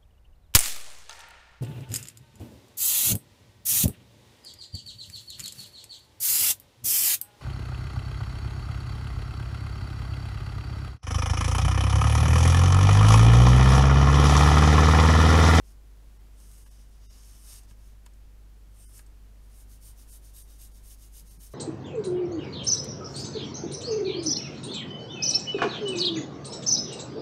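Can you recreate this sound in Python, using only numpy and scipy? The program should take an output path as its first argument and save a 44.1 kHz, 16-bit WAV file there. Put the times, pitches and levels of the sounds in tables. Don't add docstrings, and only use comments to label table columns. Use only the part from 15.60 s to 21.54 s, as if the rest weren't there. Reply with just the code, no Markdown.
import sys
import numpy as np
from scipy import signal
from scipy.fft import rfft, irfft, dct, next_fast_len
from scipy.io import wavfile
from scipy.ndimage import uniform_filter1d

SR = 44100
rng = np.random.default_rng(int(sys.argv[2]) if len(sys.argv) > 2 else 0)


def gain_from_db(level_db):
    decades = np.asarray(level_db, float) / 20
    return 10 ** decades


def digitize_waveform(pressure):
    field = np.atleast_2d(pressure).T
    bounded = np.clip(field, -1, 1)
    quanta = np.round(bounded * 32767).astype(np.int16)
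    wavfile.write(sys.argv[1], SR, quanta)


N = 261853
SIZE = next_fast_len(N + SR)
HZ = np.maximum(np.arange(SIZE // 2 + 1) * SR / SIZE, 1.)
T = np.arange(N) / SR
TOP_HZ = 15740
FILLING_S = 3.6
BRISK_DB = -60

# (time [s], tip speed as level [dB], pressure [dB])
OUTLINE = [
    [(.72, -84, 0), (.8, -63, -1), (1.03, -63.5, -2), (1.16, -70, 3.5), (1.25, -71.5, 2.5), (1.29, -77, 1),
     (1.37, -76, 5), (1.4, -85, 3)],
    [(1.4, -78, 8.5), (1.53, -67, 8.5), (1.67, -61.5, 1), (1.71, -64, 2), (1.83, -59, -1), (1.93, -51, 3.5),
     (1.99, -56, 1), (2.01, -70, 1), (2.06, -74, 4)],
]
# (fastest moment [s], half length [s], tip speed as level [dB], pressure [dB])
MARKS = [
    (.085, 0.051, -68.5, 0.5),
    (2.104, 0.025, -68.5, 5),
    (2.256, 0.072, -72.5, 0.5),
    (3.246, 0.078, -60.5, -3.5),
    (3.378, 0.036, -55.5, -3),
    (3.85, 0.027, -73.5, -3),
    (3.93, 0.037, -70.5, -0.5),
]
# (fastest moment [s], half length [s], tip speed as level [dB],
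# pressure [dB])
STROKES = [(4.0, .038, -61.5, -3.5), (4.133, .036, -62.5, 0), (4.272, 0.044, -56.5, -1),
           (4.409, .035, -63, 0.5), (4.531, 0.04, -54, -0.5), (4.67, 0.037, -62.5, 1.5),
           (4.794, .045, -55, -1), (4.925, 0.044, -65.5, 0), (5.036, 0.04, -56.5, 0.5),
           (5.162, 0.037, -63, 0.5), (5.27, 0.035, -61, -2), (5.326, 0.024, -55.5, 1.5),
           (5.439, 0.045, -60.5, 0), (5.574, 0.036, -53, 2), (5.709, 0.046, -61.5, 0.5),
           (5.841, 0.042, -56, 0.5), (5.939, 0.024, -63, 1)]
# (level at brisk speed [dB], tilt [dB per dB of speed],
# weight [dB per dB of pressure])
LINE_VOICE = [(-5, -0.19, 1), (-6, -.1, 0.3), (-12, -0.21, 0.82)]
FILL_VOICE = [(-3.5, -0.45, 1), (-3, -.25, .3), (-13, -0.3, 0.5)]
# (frequency [Hz], width [Hz])
SHEET = [(2860, 76), (3040, 40), (3710, 56), (4670, 75), (4900, 60), (5330, 55), (5520, 44), (5710, 55),
         (5970, 80), (6350, 84), (6570, 70), (6950, 40), (7640, 35), (8130, 40), (8680, 60), (9200, 90),
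         (9400, 40), (9690, 48), (9850, 68), (10140, 46), (10300, 40), (10500, 37), (10920, 61),
         (11450, 50), (11720, 70), (11900, 52), (12510, 40), (12900, 53), (13500, 49), (14900, 77)]
# (frequency [Hz], level [dB per Hz])
SCRATCH = [(500, -29), (1000, -9.5), (2000, -12.5), (3000, -10.5), (4100, -9.5), (5300, -4), (6500, -4.5),
           (7150, -5.5), (8300, 0), (10100, -0.5), (10700, -7.5), (11800, -3), (13700, -11), (15800, -12.5)]
# (frequency [Hz], level [dB per Hz])
SCRUB = [(500, -23), (2000, -14.5), (3700, -9.5), (4300, -8.5), (6000, -5.5), (7300, -5), (9200, 1.5),
         (10000, -2.5), (10500, -3.5), (11800, -1), (13000, -8), (13800, -12), (15000, -10.5),
         (15800, -6.5)]
# (time [s], table level [dB], tick level [dB], length [s], thud level [dB])
KNOCKS = [(1.061, -59.5, -70, 0.012, -82), (2.033, -75, -55, .007, -80), (2.097, -83, -60, 0.02, -87),
          (2.110, -61, -61, 0.0072, -49), (2.458, -75, -58, .004, -80), (2.4620, -50, -45.5, 0.0062, -68),
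          (2.535, -85, -63, .02, -76), (3.391, -53.5, -51, 0.0091, -82), (3.463, -80, -57, 0.016, -85),
          (5.623, -87, -85, 0.02, -52), (5.703, -82, -85, 0.019, -66), (5.776, -88, -83, 0.019, -56),
          (5.81, -70, -85, 0.0074, -62)]
CONTACT_SHARE = [
    [1],
    [0.41],
    [1],
]
# (frequency [Hz], width [Hz], level [dB])
TABLE = [(937, 130, -3), (1315, 140, 0), (1630, 150, -2), (2300, 200, -7), (2630, 200, -10)]
TICK = [(4440, 340, -12), (5500, 180, -9), (6600, 600, -8), (8450, 650, -4.5), (9500, 590, -11),
        (12800, 1400, -18)]
THUD = [(106, 30, 0.5), (200, 93, -9.5), (350, 110, -21)]
# (multiple of the mains [1], level [dB rms])
HUM = [(1, -49), (2, -67), (4, -82.5), (5, -82)]
# (frequency [Hz], level [dB per Hz])
FLOOR = [(15, 4.5), (35, 2), (70, -4.5), (130, -10), (250, -14.5), (500, -20.5), (1000, -25.5), (2000, -29),
         (4000, -32), (8000, -34), (12000, -35), (15700, -37.5)]
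# (time [s], length [s], share of lines kept [0-1], bass spared up to [Hz])
DROPOUTS = [
    (.587, .040, .12, 600),
    (1.052, .040, .08, 550),
    (1.098, .040, .06, 700),
    (1.482, .056, .035, 450),
    (3.269, .060, .05, 400),
    (4.512, .042, .14, 600),
    (4.838, .042, .1, 1300),
    (5.137, .042, .08, 1000),
    (5.695, .042, .09, 1100),
    (5.787, .042, .07, 950),
]


def felt_tip():
    slips = (rng.random(N) < 12000 / SR) * rng.standard_normal(N)
    slips = slips * gain_from_db(1.9 * rng.exponential(size=N))
    grip_db = 1.74 * walk(40) + 0.64 * walk(250)
    ringing = sheet(slips * gain_from_db(grip_db))
    thin_line = through(ringing, colour(SCRATCH))
    filling = through(ringing, colour(SCRUB))
    ringing = np.where(T < FILLING_S, thin_line, filling)
    table, paper, tip = (1 / (1 + (hz / HZ) ** 16) for hz in (3500, 7000, 13000))
    bands = (paper - tip, table - paper, tip, 1 - table)
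    return sum(gain * unit(through(ringing, band)) for band, gain in zip(bands, hand()))


def sheet(slips, count=5):
    out = 0
    place = np.array([gain_from_db(7 * walk(8)) for _ in range(count)])
    place /= np.linalg.norm(place, axis=0)
    for k, share in enumerate(place):
        chance = rng.standard_normal((len(SHEET), 2))
        here = [(hz * (1 + .003 * detune), width, 3.5 * strength)
                for (hz, width), (detune, strength) in zip(SHEET, chance)]
        shifted = np.roll(slips, rng.integers(40000))
        response = (-1) ** k + gain_from_db(3) * modes(here)
        out = out + share * through(shifted, response)
    return out


def hand():
    gain = np.zeros((4, N))
    for line in OUTLINE:
        s, tip_db, pressure_db = np.transpose(line)
        drawing = (T >= s[0]) * (T < s[-1])
        gain += drawing * voiced(np.interp(T, s, tip_db), np.interp(T, s, pressure_db), LINE_VOICE)
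    strokes = [(*mark, LINE_VOICE) for mark in MARKS]
    strokes += [(*stroke, FILL_VOICE) for stroke in STROKES]
    for s, half, tip_db, pressure_db, voice in strokes:
        near = slice(max(int((s - 3 * half) * SR), 0), int((s + 3 * half) * SR))
        speed = np.exp(-np.log(2) * (np.abs(T[near] - s) / half) ** 2.61)
        gain[:, near] += voiced(tip_db, pressure_db, voice)[:, None] * speed
    return uniform_filter1d(gain, 200)


def voiced(tip_db, pressure_db, voice):
    levels = [tip_db]
    for db, tilt, weight in voice:
        levels.append(tip_db + db + tilt * (tip_db - BRISK_DB) + weight * pressure_db)
    return gain_from_db(np.array(levels))


def knocks():
    push, age = np.zeros((3, N)), np.arange(1500) / SR
    for s, table_db, tick_db, length, thud_db in KNOCKS:
        decay = np.exp(-(age / length / np.array(CONTACT_SHARE)) ** 1.27)
        burst = rng.standard_normal(1500) * decay
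        start = int(s * SR)
        push[:, start:start + 1500] += gain_from_db(np.array([[table_db], [tick_db], [thud_db]])) * burst
    crack = gain_from_db(-4.5) / (1 + 1j * HZ / 2500) / (1 - 1j * 220 / HZ)
    table = gain_from_db(12) * through(push[0], modes(TABLE) + crack)
    tick = gain_from_db(13.0) * through(push[1], modes(TICK))
    thud = gain_from_db(29.0) * through(push[2], modes(THUD))
    return table + tick + thud


def table_echo(x):
    age = np.arange(8000) / SR
    tail = rng.standard_normal(8000) * np.exp(-np.log(1000) * age / 0.14) * (age > .002)
    echo = gain_from_db(-14) * rfft(tail / np.linalg.norm(tail), SIZE) / (1 + 1j * HZ / 6000)
    return through(x, 1 + echo)


def hum():
    out = 0
    for k, db in HUM:
        level = np.sqrt(2) * gain_from_db(db + .6 * (round(k) - 1) * walk(5))
        out = out + level * np.cos(2 * np.pi * round(k) * 49.97 * T + 1.914 * k)
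    return out


def floor():
    noise = through(rng.standard_normal(N), colour(FLOOR) * (HZ > 12))
    return gain_from_db(-58 + 0.4 * walk(3.01)) * unit(noise)


def unit(x):
    return x / np.sqrt(np.mean(x ** 2))


def through(x, response):
    return irfft(rfft(x, SIZE) * response, SIZE)[:N]


def colour(points):
    hz, db = np.transpose(points)
    return gain_from_db(np.interp(np.log(HZ), np.log(hz), db))


def modes(table, size=8192):
    f = np.maximum(np.arange(size // 2 + 1) * SR / size, 1.)
    response = 0
    for k, (hz, width, db) in enumerate(table):
        response = response + (-1) ** k * gain_from_db(db) / (1 + 1j * (f / hz - hz / f) * hz / width)
    return rfft(irfft(response), SIZE)


def walk(rate):
    hold = int(SR / rate)
    steps = np.repeat(rng.standard_normal(N // hold + 1), hold)
    slewed = uniform_filter1d(uniform_filter1d(steps, hold), hold)
    return unit(slewed[:N])


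def scene():
    return (table_echo(felt_tip() + knocks()) + hum() + floor())[None]


def dropouts(x):
    out = x.copy()
    for s, length, kept, spared_hz in DROPOUTS:
        size = int(length * SR)
        start = int(s * SR) - size // 2
        window = np.sqrt(signal.windows.tukey(size, min(.04 / length, 1)))
        lines = dct(x[start:start + size] * window, norm="ortho")
        top = int(size * 2 * TOP_HZ / SR)
        around = uniform_filter1d(lines ** 2, size // 16) + 1e-18
        height = np.abs(lines) / around ** .35
        weak = height < np.quantile(height[:top], 1 - kept)
        weak[:int(size * 2 * spared_hz / SR)] = False
        out[start:start + size] -= dct(lines * weak, type=3, norm="ortho") * window
    return out


def band_limit(x):
    return signal.sosfilt(signal.butter(12, 15730, fs=SR, output="sos"), x)


def record(dry):
    limited = through(dry[0], 1 / (1 + (HZ / TOP_HZ) ** 300))
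    mix = dropouts(limited)[None]
    return band_limit(mix)


dry = scene()
out = record(dry)
digitize_waveform(out)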